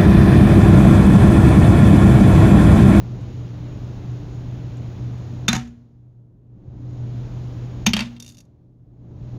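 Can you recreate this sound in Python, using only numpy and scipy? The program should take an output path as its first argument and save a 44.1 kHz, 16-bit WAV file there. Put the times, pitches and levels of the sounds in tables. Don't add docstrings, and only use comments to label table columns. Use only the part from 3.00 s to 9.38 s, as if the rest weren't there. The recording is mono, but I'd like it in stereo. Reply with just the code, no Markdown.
import sys
import numpy as np
from scipy import signal
from scipy.fft import rfft, irfft, next_fast_len
from scipy.io import wavfile
from scipy.ndimage import uniform_filter1d

SR = 44100
rng = np.random.default_rng(int(sys.argv[2]) if len(sys.argv) > 2 else 0)


def file_out(sig):
    cols = np.atleast_2d(sig).T
    lim = np.clip(cols, -1, 1)
    pcm = np.round(lim * 32767).astype(np.int16)
    wavfile.write(sys.argv[1], SR, pcm)


def ratio(d):
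    e = np.asarray(d, float) / 20
    return 10 ** e


N = 281358
SIZE = next_fast_len(N + SR)
HZ = np.arange(SIZE // 2 + 1) * SR / SIZE
TIME = np.arange(N) / SR


def on_hz(table, column=1, hz=HZ):
    table = np.array(table, float)
    return np.interp(np.log(hz + 1), np.log(table[:, 0]), table[:, column])


def through(x, response):
    return irfft(rfft(x, SIZE) * response, SIZE)[..., :N]


def causal(db):
    cepstrum = irfft(db * np.log(10) / 20, SIZE)
    cepstrum[1:SIZE // 2] *= 2
    cepstrum[SIZE // 2 + 1:] = 0
    return np.exp(rfft(cepstrum))


def mode(hz, t60):
    decay_s = t60 / np.log(1000)
    return 1 / (1 + 1j * np.pi * decay_s * (HZ - hz ** 2 / (HZ + 1)))


def walk(rate):
    k = int(SR / rate)
    steps = np.repeat(rng.standard_normal(N // k + 1), k)
    x = uniform_filter1d(uniform_filter1d(steps, k), k)[:N]
    return x / x.std()


def duck(start_s, fall_s, release_s, creep_s):
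    sink = 1 - np.exp(-np.clip(TIME - start_s, 0, None) / fall_s)
    return sink * (1 - np.exp(-np.exp((release_s - TIME) / creep_s)))


# start of bass duck in seconds, bass fall in seconds,
# start of treble duck in seconds, release in seconds.
DUCKS = [
    (2.561, .09, 2.585, 3.59),
    (4.87, .21, 5.13, 5.997),
]


def gain_control():
    bass = sum(duck(s, fall, release, .17) for s, fall, _, release in DUCKS)
    treble = sum(duck(s, 0.29, release + 0.035, 0.19) for _, _, s, release in DUCKS)
    bass_db, treble_db = -18 * bass, -37.5 * treble
    return bass_db, treble_db - bass_db


# frequency in Hz, left level in dB per Hz, right level in dB per Hz.
FAN = [(20.06, -75.5, -64.5), (40, -61.5, -56.5), (105, -53.5, -56), (189, -59.5, -61), (363, -67, -72),
       (567, -74, -79), (1034, -79, -83.5), (2024, -85.5, -92), (4100, -88, -99.8), (4630, -92, -109.8),
       (6900, -92.5, -111.7), (7746, -109.5, -117.1), (8900, -119.3, -114.5), (15500, -111.5, -110.8)]
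# frequency in Hz, left-right likeness from -1 to 1.
ALIKE = [(25, 0.98), (60, .93), (300, .85), (700, 0.87), (1100, -0.085), (1800, -0.33), (2600, -0.16)]
# frequency in Hz, width in Hz, left gain in dB, right gain in dB.
NOTCHES = [(7400, 130, -22, -0.5), (8330, 170, -12, -8.5)]
# frequency in Hz, left level in dB, right level in dB, wobble width in Hz.
HUM = [(121.45, -30, -35, 4), (173.8, -48, -55.5, 2.3), (294.6, -48, -50, 3.5), (355.3, -58, -56.5, 5.2),
       (600, -58.5, -72, 1.3), (6710, -69, -93, 3.2)]
# frequency in Hz, share of the further cut from 0 to 1.
TREBLE_SHARE = [(350, 0), (900, 0.43), (2200, 0.93), (5000, 0.91)]


def fan_spectrum():
    like = np.clip(on_hz(ALIKE), -1, 1)
    common, own = rfft(rng.standard_normal((2, SIZE)))
    right = like * common * np.exp(-.25j) + np.sqrt(1 - like ** 2) * own
    fan = np.array([common, right]) * np.sqrt(SR / 2)
    level_db = np.array([on_hz(FAN, side) for side in (1, 2)])
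    fan = fan * ratio(level_db) * np.minimum(1, (HZ / 15) ** 2)
    notch_db = 0
    for hz, width, left_db, right_db in NOTCHES:
        notch_db = notch_db + np.array([[left_db], [right_db]]) * np.exp(-((HZ - hz) / width) ** 2)
    return fan * ratio(notch_db)


def room_tone():
    fan = fan_spectrum()
    gain_db, cut_db = gain_control()
    out = 0
    octaves = np.clip(np.log2(HZ / 40 + 1e-9), 0, 8)
    for k in range(9):
        band = irfft(fan * np.clip(1 - abs(octaves - k), 0, 1), SIZE)[:, :N]
        share = on_hz(TREBLE_SHARE, hz=40 * 2. ** k)
        out = out + band * ratio(gain_db + share * cut_db + .5 * walk(10))
    for hz, left_db, right_db, width in HUM:
        phase = 2 * np.pi * np.cumsum(hz + .15 * width * walk(2 * width)) / SR
        size = ratio(gain_db + on_hz(TREBLE_SHARE, hz=hz) * cut_db + 2.5 * walk(4.5 * width))
        sides = ratio(np.array([[left_db], [right_db]]))
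        out = out + np.sqrt(2) * size * sides * np.sin(phase + np.array([[0], [.25]]))
    return out


# start in seconds, level in dB.
TICKS = [
    (.21, -61),
    (1.77, -60),
    (2.18, -65),
]


def ticks(hz=6750., width=620.0):
    size = sum(ratio(db) * (TIME > s) * np.exp(-np.clip(TIME - s, 0, None) / 0.011) for s, db in TICKS)
    ring = through(size * rng.standard_normal(N), ratio(21.0) * mode(hz, 3.2 / width))
    return ring * np.array([[1], [ratio(-33)]])


# frequency in Hz, t60 in seconds, then level in dB over the crack
DISH = [(753, 0.21, 16, 0.5, -1.5, -7), (908, 0.086, 6, 1.5, 8, -9), (1045, 0.21, -2, -3.5, 7.5, -7),
        (1252, .1, 5.5, -6.5, 2, -9), (1472, .06, 9, 16, 4.5, -11), (1843, 0.054, 7.5, 1, -16, 8),
        (2390, 0.012, 7, -6, -1.5, -20), (2770, 0.014, 4.5, 4.5, 8.5, 13.5),
        (3200, 0.028, -2.5, 10, 12, -5), (3624, 0.057, 22, 16.5, 16, 22), (4025, 0.093, 21, 4, -11, -12),
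        (4160, .04, 5, 5.5, 3, -6), (4570, 0.031, -1.5, 13.5, 14, 12), (5220, 0.026, 4, 1.5, 10, -13),
        (5780, 0.038, 12.5, 10.5, 3.5, 11), (6470, 0.012, 7.5, 8, -9, 3), (7490, .03, 4.5, -1, -9.5, -5)]


def dish_ring(column):
    return sum(ratio(row[column]) * mode(row[0], row[1]) for row in DISH)


def cracks(blows, colour, dish, fall_ms, wash_db, wash_ms, wash_top_hz, lead_in_db, snap_db, rise_ms=.36):
    crack, wash, snap = np.zeros((3, N))
    for s, db, ms, *_ in blows:
        near = slice(int((s - .01) * SR), int((s + .6) * SR))
        age = (TIME[near] - s) * 1000
        lead_in = ratio(2 * lead_in_db) * (age > -4.0)
        rise = np.clip(age / rise_ms, 0, 1)
        fall = np.exp(-age / 20.0 - np.clip(age - ms, 0, None) / fall_ms)
        crack[near] += ratio(2 * db) * np.maximum(rise, lead_in) * fall
        wash[near] += ratio(2 * (db + wash_db)) * rise * np.exp(-age / wash_ms)
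        snap[int(s * SR + rise_ms * SR / 1000)] = ratio(db + snap_db)
    common, left, right, spray_left, spray_right = rng.standard_normal((5, N))
    shared = 0.22
    noise = np.sqrt(shared) * np.array([common, -np.roll(common, 25)])
    noise = noise + np.sqrt(1 - shared) * np.array([left, right])
    splinter_size, droplet_size = ratio(1.5 * np.array([walk(900), walk(300)]))
    side_top = np.array([1 / (1 + (HZ / 9000) ** 6), 1 / (1 + (HZ / 14500) ** 8)])
    dull = side_top / (1 + 1j * HZ / wash_top_hz)
    low_cut = np.minimum(0, 60 * np.log10((HZ + 1) / 650))
    ears = np.array([causal(on_hz(colour, side) + low_cut) for side in (1, 2)])
    contact = np.array([snap, -np.roll(snap, 25)])
    splinters = through(noise * np.sqrt(crack) * splinter_size + contact, dish * ears)
    spray = np.array([spray_left, spray_right]) * np.sqrt(wash) * droplet_size
    return splinters + through(spray, ratio(6.5) * dull * ears)


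# start in seconds, level in dB, crack length in ms, thud in dB over the
FIRST = [
    (2.4816, -4.5, 6.9, -2.5),
    (2.5300, -7.5, 2.8, -6),
    (2.547, -17, 7.5, -2),
    (2.560, -16.5, 6.6, 0.3),
    (2.576, -30, 9.8, -17.5),
    (2.6754, -42.5, 2.3, -4.5),
]
# frequency in Hz, left gain in dB, right gain in dB.
FIRST_COLOUR = [(400, -8.5, -17), (830, -4, -15), (1500, 0, -2), (2540, -4, -5), (3483, -3.5, -19),
                (4900, -7, -24), (6830, -0.5, -19), (7960, -17.5, -21), (9600, -26, -18),
                (12400, -29.5, -20.5), (15500, -41, -33.5)]


def first_burst():
    ring = dish_ring(2)
    burst = cracks(FIRST[:1], FIRST_COLOUR, 1 + ring, fall_ms=2.2, wash_db=-12.5, wash_ms=24,
                   wash_top_hz=5000, lead_in_db=-33, snap_db=8.5)
    wet_ring = ratio(np.where(HZ > 950, -11, 8)) * ring
    cap = cracks(FIRST[1:], FIRST_COLOUR, 1 + wet_ring, fall_ms=1.7, wash_db=-12, wash_ms=15.5,
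                 wash_top_hz=5180, lead_in_db=-33.5, snap_db=13)
    return burst + cap


# start in seconds, level in dB, crack length in ms, thud in dB over the
SECOND = [
    (4.8633, -4.5, 4.5, 0.9),
    (4.899, -38.5, 3, 22.5),
    (4.9332, -4.5, 3, -5),
    (4.958, -27, 2.2, -9),
    (4.9657, -5.5, 1.9, -8.5),
    (4.9912, -9.5, 1.7, -8.5),
    (5.0047, -10, 1.4, -10),
    (5.023, -26, 5, -3),
    (5.0554, -34, 4.6, 5.5),
    (5.1645, -36, 0.86, -7.5),
]
# frequency in Hz, t60 in seconds, level in dB after the first burst,
# level in dB after the second, right minus left in dB, first swing up or down (signed).
TABLE = [(62.3, 0.62, -28.5, -24, -13, 0.86), (117.7, 0.084, -14, -9, -18, -0.44),
         (130, 0.3, -5, -13, -20.5, 0.64), (164.4, 0.14, -22.5, -6, -13.5, -0.61),
         (190, 0.038, 7.5, -13.5, -22, 0.79), (209, 0.1, -16.5, 2, -27.5, 0.94),
         (238.2, 0.69, -4, -7, -12, -0.85), (290, 0.13, -23.5, -26, 4, -1),
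         (335, 0.084, -17, -10, -9.5, 0.46)]


def thuds(blows, order):
    push = np.zeros(N)
    pulse = np.hanning(int(.003 * SR))
    for s, db, _, thud_db in blows:
        start = int((s + .0048) * SR)
        push[start:start + len(pulse)] += ratio(db + thud_db) * pulse
    rings = 0
    for row in TABLE:
        hz, t60, right_db, swing = row[0], row[1], row[-2], row[-1]
        sides = ratio(row[order] + np.array([[0], [right_db]]))
        rings = rings + swing * sides * t60 * ratio(38.5) * mode(hz, t60)
    return through(push, rings * np.array([HZ > 0, np.sign(90 - HZ)]))


# frequency in Hz, left gain in dB, right gain in dB.
SECOND_COLOUR = [(395, -6, -12), (798.5, 1, -5), (1506, -7, -12.5), (2420, 4, -1), (3520, -1, -12.5),
                 (4930, -6, -22.5), (6520, 5, -23), (7800, -29.5, -21), (10100, -39, -33.5),
                 (12500, -26.5, -9.5), (15020, -36.5, -46.5)]
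KNOCK_COLOUR = [(393, -0.5, -12.5), (800, -6.5, -12.5), (1500, -7, -10.5), (2450, -0.5, -9),
                (3640, -4.5, -20), (5050, -9.5, -26), (6660, -9, -32), (7820, -16, -18.5),
                (9700, -23.5, -20), (12740, -28.5, -27), (15620, -34, -37)]


def second_burst():
    burst = cracks(SECOND[:1], SECOND_COLOUR, 1 + dish_ring(3), fall_ms=2.1, wash_db=-5.5, wash_ms=8.45,
                   wash_top_hz=9080, lead_in_db=-28.5, snap_db=4.5, rise_ms=1.9)
    knocks = cracks(SECOND[1:], KNOCK_COLOUR, 1 + dish_ring(4), fall_ms=2.1, wash_db=-13.5, wash_ms=17.2,
                    wash_top_hz=4000, lead_in_db=-40.5, snap_db=10.5, rise_ms=0.69)
    return burst + knocks


# start in seconds, level in dB, crack length in ms.
RATTLE = [(5.1993, -29, 4), (5.2245, -30, 2.1), (5.2452, -35.5, 2.8), (5.263, -33.5, 2.5),
          (5.278, -35, 2.8), (5.2882, -38.5, 16), (5.298, -46, 2.9), (5.31, -44, 3), (5.320, -44, 5.2),
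          (5.333, -51, 4.7), (5.345, -44.5, 5.4), (5.354, -54, 2.6), (5.3702, -42, 2.3),
          (5.381, -41.5, 9.1), (5.4026, -43, 7.5), (5.4515, -58.5, 2.6)]
# frequency in Hz, left gain in dB, right gain in dB.
RATTLE_COLOUR = [(400, 0, 11.5), (815, -15, -30.5), (1500, -12, -15), (2400, -9, -13), (3500, -4.5, -20),
                 (5040, 0, -19), (6800, 3.5, -30), (7900, -8, -14), (10000, -14, -6.5), (12500, -11, -11),
                 (15500, -37, -24)]


def cap_rattle():
    return cracks(RATTLE, RATTLE_COLOUR, 1 + ratio(-4.5) * dish_ring(5), fall_ms=1.8, wash_db=-16.5,
                  wash_ms=12.0, wash_top_hz=14100, lead_in_db=-45, snap_db=7)


def scene():
    table = thuds(FIRST, order=2) + thuds(SECOND, order=3)
    return room_tone() + ticks() + first_burst() + second_burst() + cap_rattle() + table


# time of the blow in seconds, dip in dB.
DIPS = [
    (2.4809, 31),
    (4.8633, 17.5),
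    (5.197, 18),
]


def limiter(x):
    dip_db = sum(dip * (TIME > s - .011) * (TIME < s - .004) for s, dip in DIPS)
    bass = through(x, 1 / (1 + (HZ / 700) ** 6))
    x = bass + (x - bass) * ratio(-uniform_filter1d(dip_db, 40))
    return x / (1 + (x / .87) ** 6) ** (1 / 6)


def band_limit(x):
    return signal.sosfilt(signal.butter(12, 16480, fs=SR, output="sos"), x)


def record(dry):
    x = limiter(dry)
    x = x + ratio(-91) * rng.standard_normal(x.shape)
    x = signal.sosfilt(signal.ellip(10, .3, 75, 15750, fs=SR, output="sos"), x)
    x = x * np.clip((TIME[-1] - TIME) / .004, 0, 1)
    return band_limit(x)


dry = scene()
out = record(dry)
file_out(out)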